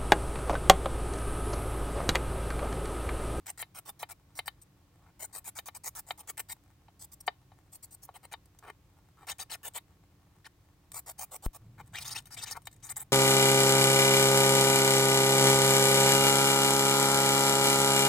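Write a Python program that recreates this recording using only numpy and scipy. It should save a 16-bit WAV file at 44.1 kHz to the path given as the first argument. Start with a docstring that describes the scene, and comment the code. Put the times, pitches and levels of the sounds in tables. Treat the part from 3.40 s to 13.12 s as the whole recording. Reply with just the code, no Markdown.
"""Quick bursts of close, bright rasping: a needle file works a small brass piece on a wooden bench pin.
The teeth hiss as they cut, the piece rings, the pin resounds; some strokes end in a zip or a knock.
Between bursts the piece is dragged over the pin. Late on comes a low thump, a rumble swells, and a
round file scrapes to and fro inside a hole in the piece, its teeth singing and catching."""
import sys
import numpy as np
from scipy import signal
from scipy.fft import rfft, irfft
from scipy.io import wavfile
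from scipy.ndimage import uniform_filter1d

SR = 44100
rng = np.random.default_rng(int(sys.argv[2]) if len(sys.argv) > 2 else 0)


def log_audio(samples):
    """Write samples as a 16-bit WAV file to the path given in sys.argv[1]."""
    # one column per channel
    frames = np.atleast_2d(samples).T
    # limit to full scale, then quantise
    limited = np.clip(frames, -1, 1)
    pcm = np.round(limited * 32767).astype(np.int16)
    wavfile.write(sys.argv[1], SR, pcm)


N = 428652
TIME = np.arange(N) / SR
FREQ = np.fft.rfftfreq(N, 1 / SR)
TAP_FREQ = np.fft.rfftfreq(4096, 1 / SR)  # coarser axis for short filters
EDGE_HZ = 16250  # top of the treble

# quick strokes of the needle file: start/s, length/s, hiss level/dB
STROKES = [(0.059, 0.056, -42.5), (0.176, 0.055, -43), (.345, 0.056, -46), (0.453, 0.06, -48),
           (0.592, 0.048, -47), (0.687, 0.045, -48), (0.951, 0.052, -46), (1.057, 0.035, -46.5),
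           (1.214, 0.023, -54), (1.793, 0.07, -42), (1.927, 0.071, -44), (2.048, 0.054, -43.5),
           (2.153, 0.052, -45.5), (2.257, 0.038, -45), (2.347, 0.036, -47.5), (2.436, 0.06, -40),
           (2.551, 0.057, -42.5), (2.666, 0.065, -52.5), (2.776, 0.044, -49), (2.873, 0.044, -42.5),
           (2.971, 0.045, -38.5), (3.086, 0.051, -43), (3.594, 0.065, -49), (3.717, 0.031, -47),
           (3.803, 0.014, -46), (3.864, 0.017, -49), (4.319, 0.054, -51.5), (4.426, 0.033, -46.5),
           (4.508, 0.051, -52.5), (4.62, 0.044, -49.5), (4.74, 0.039, -55.5), (4.829, 0.037, -55.5),
           (4.914, 0.029, -47.5), (5.869, 0.059, -44), (5.986, 0.054, -48.5), (6.099, 0.055, -50.5),
           (6.231, 0.062, -43.5), (6.341, 0.048, -42), (7.532, 0.072, -42), (7.66, 0.062, -46),
           (7.78, 0.073, -43), (7.91, 0.062, -45.5), (8.023, 0.05, -46.5), (8.131, 0.043, -49.5)]
# colour of the teeth's hiss: f/Hz, relative level/dB
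HISS_COLOUR = [(2000, -22), (5000, -6.5), (6800, -6), (8700, 2.5), (9900, -6), (11800, -3.5), (15600, -3.5)]


def amp(db):
    """Decibels to gain."""
    return 10 ** (np.asarray(db) / 20)


def unit(x):
    """Scales to rms 1."""
    return x / np.sqrt(np.mean(x ** 2) + 1e-20)


def read(points, hz):
    """Reads a spectrum table on a log-frequency axis."""
    f, value = np.transpose(points)
    return np.interp(np.log(hz + 1), np.log(f + 1), value)


def add(mix, s, sound):
    """Mixes a sound in at time s."""
    part = mix[max(round(s * SR), 0):][:len(sound)]
    part += sound[:len(part)]


def noise(gain):
    """Steady noise of rms 1, coloured by a gain curve."""
    return unit(irfft(rfft(rng.standard_normal(N)) * gain, N))


def drift(hz):
    """Random modulation of rms 1, up to about the given rate."""
    knots = np.arange(0, N / SR + 1, .5 / hz)
    return unit(np.interp(TIME, knots, rng.standard_normal(N)[:len(knots)]))


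def flutter(count):
    """Fast random modulation of rms 1."""
    return unit(uniform_filter1d(rng.standard_normal(count), size=12))


def band(hz, lo_hz, hi_hz, order=4):
    """Gain of a smooth band-pass."""
    return 1 / np.sqrt((1 + (lo_hz / (hz + 1)) ** (2 * order)) * (1 + (hz / hi_hz) ** (2 * order)))


def response(gain):
    """Minimum-phase impulse response of energy 1, coloured by a gain curve."""
    log_gain = np.log(np.maximum(gain / gain.max(), 1e-5))
    mirrored = np.r_[log_gain, log_gain[-2:0:-1]]
    taps = np.fft.ifft(np.exp(np.conj(signal.hilbert(mirrored)))).real
    return taps / np.linalg.norm(taps)


def body(shift=1, width_hz=65, loss=0.008):
    """Resonant colour of pin and piece; the grip shifts the piece's high modes more than the pin's."""
    # resonances of the pin and the piece on it: f/Hz, level/dB
    modes = [(430, -7), (735, -1), (830, 1), (915, 0.5), (1140, 0.5), (1290, -3), (1425, -2), (1810, 2),
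             (2120, 0.5), (2380, -3.5), (3050, -4.5), (3730, -3), (3990, -5.5), (4610, -11)]
    power = 0
    for hz, db in modes:
        centre = hz * shift ** (hz / modes[-1][0])
        power += amp(2 * db) / (1 + (2 * (TAP_FREQ - centre) / (width_hz + loss * hz)) ** 2)
    return np.sqrt(power)


def ripple(depth_db, bins=24):
    """Random narrow peaks and dips: the many fine modes that one point of contact favours."""
    bumps = uniform_filter1d(rng.standard_normal(len(TAP_FREQ)), bins)
    return amp(depth_db * unit(uniform_filter1d(bumps, bins // 2)))


def contact(force, pressure, colour):
    """Friction sounds a colour whose fine peaks shift as the contact travels; pressure sets the rms."""
    travel = np.linspace(0, np.pi / 2, len(force))
    sound = sum(signal.fftconvolve(force * pressure * fade, response(colour * ripple(depth_db=3.5)))
                for fade in (np.cos(travel) ** 2, np.sin(travel) ** 2))
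    return sound * np.linalg.norm(pressure) / np.linalg.norm(sound)


def grit(count, per_s, spread_db):
    """Random impulses of uneven size: tiny fractures under the teeth, or slips on wood."""
    size = amp(spread_db * np.minimum(rng.exponential(1, count), 4))
    return unit(size * rng.standard_normal(count) * (rng.random(count) < per_s / SR))


def room_tone(air_db=-63, widen_hz=900):
    """Quiet workshop air, centred in the bass and wide in the treble, with a faint hum."""
    # colour of the air: f/Hz, relative level/dB
    air_colour = [(20, -20), (52, -3.5), (92, 0.5), (190, -9), (245, -22), (310, -12), (400, -20.5),
                  (1500, -29.5), (7500, -37.5), (10000, -41), (14000, -38.5)]
    # tones of the hum: f/Hz, level/dB
    hum_tones = [(285.3, -79.5), (1085, -88)]
    colour = amp(read(air_colour, FREQ))
    mid = noise(colour)
    width = 0.0044 + 1.04 * FREQ / (FREQ + widen_hz)
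    side = np.array([[1], [-1]]) * irfft(rfft(noise(colour)) * width, N)
    hum = sum(amp(db) * np.sqrt(2) * np.sin(2 * np.pi * hz * TIME + .5 * drift(1.4))
              for hz, db in hum_tones)
    return amp(air_db) * (mid + side) + hum


def handling(level_db=-78.5, swell_db=6):
    """Gloved fingers shift the piece on the pin: faint, clumped wooden rubbing and ticking."""
    slips = grit(N, per_s=300, spread_db=2.5) * amp(swell_db * np.minimum(drift(23.3), 2))
    colour = body() * band(TAP_FREQ, 370, 1100, order=2) + 0.088 * amp(read(HISS_COLOUR, TAP_FREQ))
    return amp(level_db) * unit(signal.oaconvolve(slips, response(colour))[:N])


def grip_at(s):
    """The grip sets how freely the piece rings, how firmly it rests on the pin and how the file skids."""
    # grips, each held until the next: t/s, ring over hiss/dB, pin at a usual stroke/dB, zip over hiss/dB
    grips = [(0, -3, -49, 7), (.3, -6, -48.5, 2), (.85, -11, -56.5, 8.5), (1.15, -39, -81, -8),
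             (1.5, -9.5, -50.5, -0.5), (2.84, -4.5, -50.5, -5), (3.4, -19.5, -62, -3.5), (4.7, 0.5, -45, 3),
             (5.5, -3.5, -47.5, 2), (7.3, -10.5, -48.5, 0.5)]
    return grips[sum(row[0] < s for row in grips[1:])][1:]


def tooth_tone(rate_hz, jitter):
    """Unevenly spaced teeth strike at a gliding rate: a fuzzy whistle and its octave."""
    phase = 2 * np.pi * np.cumsum(rate_hz * (1 + jitter * flutter(len(rate_hz)))) / SR
    strength = 1 + .5 * flutter(len(rate_hz))
    return strength * (np.sin(phase) + .5 * np.sin(2 * phase) * (rate_hz < SR / 4))


def filing(first_hz=6200, last_hz=9800, teeth_db=-9, skid_db=2, catch_db=2, split_hz=1300):
    """Each stroke speeds up: teeth sing, chips drive hiss, piece and pin, and the skid-off brightens."""
    bite, hold, crest_share, release_s = 0.29, 0.89, 0.49, 0.014
    pace_octaves, grip_spread = .15, 0.045  # variation from stroke to stroke
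    usual_db, pin_follows = -43, 0.57  # the pin follows only this share of a stroke's dB over the usual
    out, hiss = np.zeros(N), amp(read(HISS_COLOUR, TAP_FREQ))
    catching = amp(catch_db * drift(80))
    for start, length, hiss_db in STROKES:
        free_db, firm_db, _ = grip_at(start)
        ring_db = hiss_db + free_db
        pin_db = firm_db + pin_follows * (hiss_db - usual_db)
        crest, end = start + crest_share * length, start + length
        t = np.arange(start, end, 1 / SR)
        # bite, swell to the crest, ease a little, lift off
        pressure = np.interp(t, [start, crest, max(crest, end - release_s), end], [bite, 1, hold, 0])
        pressure *= np.interp(t, TIME, catching)
        skid = pressure * ((t - start) / length) ** 4
        chips = grit(len(t), per_s=7000, spread_db=3.5)
        pace = 2 ** (pace_octaves * rng.standard_normal())
        teeth = tooth_tone(np.geomspace(first_hz, last_hz, len(t)) * pace, jitter=.2)
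        modes = body(shift=1 + grip_spread * rng.standard_normal()) + .22
        add(out, start, amp(hiss_db) * contact(chips + amp(teeth_db) * teeth, pressure, hiss))
        add(out, start, amp(hiss_db + skid_db) * contact(chips, skid, band(TAP_FREQ, 11500, EDGE_HZ)))
        add(out, start, amp(ring_db) * contact(chips, pressure, modes * band(TAP_FREQ, split_hz, 4300)))
        wood = modes * band(TAP_FREQ, 494, split_hz, order=3)
        add(out, start, amp(pin_db) * contact(chips, pressure, wood))
    return out


def touches(decay_s=0.0034):
    """Small bright ticks of steel on brass."""
    # the file touches down or a tooth catches: t/s, level/dB
    ticks = [(0.0672, -37.5), (2.0433, -49), (2.259, -45), (2.3496, -45), (2.5515, -44), (2.978, -35.5),
             (5.057, -56), (5.188, -48), (5.9838, -47), (6.3363, -53), (7.518, -41), (9.168, -42),
             (9.27, -38)]
    out, t = np.zeros(N), np.arange(SR // 50) / SR
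    for s, db in ticks:
        add(out, s, amp(db) * rng.standard_normal(len(t)) * np.exp(-t / decay_s))
    return signal.oaconvolve(out, response(amp(read(HISS_COLOUR, TAP_FREQ)) + .5 * body()))[:N]


def zips(hz=10400, length_s=0.011, lead_s=.012, rise_octaves=0.924, spread_octaves=.15, wobble=0.11):
    """Just before a stroke ends the file skids: its teeth strike fast, in a short rising whistle."""
    out, sweep = np.zeros(N), np.linspace(-.5, .5, int(length_s * SR))
    envelope = np.sqrt(2) * np.cos(np.pi * sweep) ** 4
    for (start, stroke_s, hiss_db), detune in zip(STROKES, rng.standard_normal(len(STROKES))):
        _, _, zip_db = grip_at(start)
        middle = start + max(stroke_s - lead_s, stroke_s / 2)
        rate_hz = hz * 2 ** (rise_octaves * sweep + spread_octaves * detune)
        rate_hz *= 1 + wobble * flutter(len(sweep))
        whistle = np.sin(2 * np.pi * np.cumsum(rate_hz) / SR)
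        add(out, middle - length_s / 2, amp(hiss_db + zip_db) * envelope * whistle)
    return out


def knocks(chatter_s=0.0045, boost_db=25):
    """A blow and a few milliseconds of chatter ring the pin and the piece."""
    # the piece or the file hits the pin: t/s, relative level/dB, ring of the piece over the pin/dB
    blows = [(.226, -38, 5), (0.6301, -34, -2), (0.991, -32.5, 4), (1.0795, -34, 7), (2.1881, -40.5, 2.5),
             (2.2853, -42, -3.5), (2.7074, -32, 1), (3.483, -55.5, -8), (3.8785, -24, -4),
             (4.118, -56.5, -11), (4.6901, -44.5, -19.5), (4.9382, -39, -1.5), (6.38, -45.5, 8),
             (9.272, -42, 3)]
    out, t = np.zeros(N), np.arange(SR // 40) / SR
    pin = body() * band(TAP_FREQ, 504, 980)
    piece = body() * band(TAP_FREQ, 2400, 4700, order=2)
    for s, db, piece_db in blows:
        chatter = .22 * rng.standard_normal(len(t)) * np.exp(-t / chatter_s)
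        chatter[0] = 1  # the blow itself
        push = rfft(chatter, SR)
        force = irfft(push / np.sqrt(abs(push)))[:len(t)]  # a hard contact has a nearly flat spectrum
        knock = signal.fftconvolve(force, response(np.hypot(pin, amp(piece_db) * piece)))
        add(out, s, amp(db + boost_db) * knock / np.linalg.norm(knock))
    return out


def rubbing(crest_share=0.87, hiss_db=-14):
    """A slow drag builds and lets go: small slips sound the wood, with a trace of hiss."""
    # the piece is repositioned on the pin: start/s, length/s, level/dB
    drags = [(1.601, 0.11, -64.5), (5.224, 0.088, -46.5), (5.77, 0.085, -56), (8.378, 0.04, -46.5),
             (9.145, 0.035, -41)]
    out, hiss = np.zeros(N), amp(read(HISS_COLOUR, TAP_FREQ))
    wood = body() * band(TAP_FREQ, 390, 1250, order=2)
    for start, length, db in drags:
        pressure = np.interp(np.arange(0, length, 1 / SR), [0, crest_share * length, length], [.15, 1, 0])
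        slips = grit(len(pressure), per_s=3900, spread_db=4.0)
        drag = contact(slips, pressure, wood) + amp(hiss_db) * contact(slips, pressure, hiss)
        add(out, start, amp(db) * drag)
    return out


def scraping(slowest=0.42, hissy_hz=5000, hiss_db=-1, pin_db=-9, catch_db=2.5, jerk_octaves=.1):
    """The teeth sing in a jerky arch as the file speeds up and slows; faster scrapes hiss more."""
    # scrapes on the edge, then from 8.5 s to and fro in the hole:
    # start/s, length/s, level/dB, mid-scrape f/Hz, glide/octaves
    scrapes = [(5.875, .056, -43, 2908, 1.17), (5.989, 0.047, -42.5, 4300, 0.23),
               (6.096, 0.062, -42, 3995, -.4), (7.044, .032, -51.5, 2015, -0.24),
               (8.532, 0.071, -44, 2302, 1.57), (8.598, 0.044, -48.5, 4730, -0.18),
               (8.644, 0.056, -42.5, 5090, 0.62), (8.699, 0.042, -45, 5010, 0.2),
               (8.744, .054, -43, 3400, 0.37), (8.904, 0.053, -50, 5430, 0.041),
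               (8.964, 0.052, -47, 3440, 0.59), (9.013, 0.037, -42, 4910, .6),
               (9.056, 0.045, -46, 3080, 0.19), (9.098, 0.041, -41.5, 4900, .3),
               (9.425, .063, -50, 7020, .5), (9.489, .036, -40.5, 7360, 0.75),
               (9.559, 0.029, -41.5, 9020, 1), (9.59, 0.044, -46.5, 10460, 1.05)]
    out, hiss = np.zeros(N), amp(read(HISS_COLOUR, TAP_FREQ))
    catching = amp(catch_db * drift(80))
    jerks = jerk_octaves * drift(110)
    wood = body() * band(TAP_FREQ, 440, 2800, order=2)
    for start, length, db, hz, glide in scrapes:
        t = np.arange(start, start + length, 1 / SR)
        progress = (t - start) / length
        speed = np.sin(np.pi * progress)
        pressure = (0.13 + speed) * np.interp(t, TIME, catching)
        bend = 2 ** (glide * (progress - .5) + np.interp(t, TIME, jerks))
        arch = slowest + (1 - slowest) * np.sqrt(abs(speed))
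        teeth = tooth_tone(hz * bend * arch, jitter=.13)
        chips = grit(len(t), per_s=2200, spread_db=2.5)
        hiss_share = hz ** 2 / (hz ** 2 + hissy_hz ** 2)
        song = np.sqrt(1 - .5 * hiss_share) * contact(teeth, pressure, .7 * body() + hiss + .35)
        rasp = np.sqrt(hiss_share) * contact(chips, pressure, hiss * band(TAP_FREQ, hz, EDGE_HZ))
        pin = contact(chips, np.sqrt(pressure), wood)
        add(out, start, amp(db) * (song + amp(hiss_db) * rasp + amp(pin_db) * pin))
    return out


def thump(s=8.0634, level_db=-22.0, start_hz=31, decay_s=.02028, rise_s=0.000081):
    """A sudden low push of pressure that swings back once, a little left of centre."""
    out, t = np.zeros(N), np.arange(SR // 8) / SR
    envelope = (1 - np.exp(-t / rise_s)) * np.exp(-(t / decay_s) ** 2)
    swing = -np.cos(2 * np.pi * start_hz * t / (1 + 9 * t))
    add(out, s, amp(level_db) * envelope * swing)
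    return out * amp([[1], [-1.5]])


def rumble(hz=112, width_hz=45):
    """A narrow band of low noise swells just after the thump and slowly eases."""
    # envelope of the rumble: t/s, level/dB
    swell = [(8.1, -101), (8.22, -55), (9.7, -63)]
    colour = 1 / (1 + (2 * (FREQ - hz) / width_hz) ** 2) ** 0.64
    return amp(np.interp(TIME, *np.transpose(swell))) * noise(colour)


def crackling(start_s=8.44, end_s=9.63, level_db=-56, count=60, decay_s=.008):
    """The round file stays in the hole: teeth catch and let go, each with its own strength and colour."""
    out = np.zeros(N)
    colour = amp(read(HISS_COLOUR, TAP_FREQ)) + body() * band(TAP_FREQ, 600, SR, order=2)
    pressure = np.exp(-np.arange(SR // 25) / SR / decay_s)
    for k, (late, strength) in enumerate(rng.random((count, 2))):
        s = start_s + (end_s - start_s) * (k + late) / count
        slip = contact(grit(len(pressure), per_s=3000, spread_db=3), pressure, colour)
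        add(out, s, amp(level_db) * 2 * strength ** 2 * slip)
    return out


def reflections(x, t60_s):
    """Dense dying echoes of a sound, different left and right."""
    t = np.arange(int(t60_s * SR)) / SR
    taps = rng.standard_normal((2, len(t))) * amp(-60 * t / t60_s)
    taps /= np.linalg.norm(taps, axis=1, keepdims=True)
    return signal.oaconvolve(x[None], taps, axes=1)[:, :N]


def workshop(x, scatter_db=-1.0, room_db=-21):
    """Moving hands scatter the treble along shifting paths; the room adds a faint tail."""
    treble = irfft(rfft(x) * band(FREQ, 2600, SR, order=2), N)
    paths = np.array([drift(5) for _ in range(4)])
    paths /= np.linalg.norm(paths, axis=0)  # the paths trade strength at even total power
    scatter = sum(path * reflections(treble, t60_s=.016) for path in paths)
    return x + amp(scatter_db) * scatter + amp(room_db) * reflections(x, t60_s=0.15)


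def ports(x):
    """Stereo image: the two microphone ports differ in level and phase."""
    # left over right: f/Hz, level/dB
    balance = [(400, -1.5), (2200, 5), (4700, 4), (8300, 4), (11000, -2.5)]
    # how far the left port leads: f/Hz, phase/rad
    lead = [(700, 0.45), (3500, 0.1), (6800, 0.7), (9400, -1), (10400, 2.5), (12500, 1.5), (13500, 4.5)]
    left = amp(read(balance, FREQ) / 2) * np.exp(.5j * read(lead, FREQ))
    return irfft(rfft(x) * np.array([left, 1 / left]), N)


def scene():
    """The bench work in its room, over room tone, thump and rumble."""
    work = filing() + scraping() + crackling() + rubbing() + zips() + knocks() + touches() + handling()
    return ports(workshop(work)) + room_tone() + thump() + rumble()


def record(dry):
    """A steep low-pass trims the highest treble."""
    low_pass = signal.firwin(401, EDGE_HZ, window=("kaiser", 8), fs=SR)
    return signal.oaconvolve(dry, low_pass[None], "same")


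dry = scene()
out = record(dry)
log_audio(out)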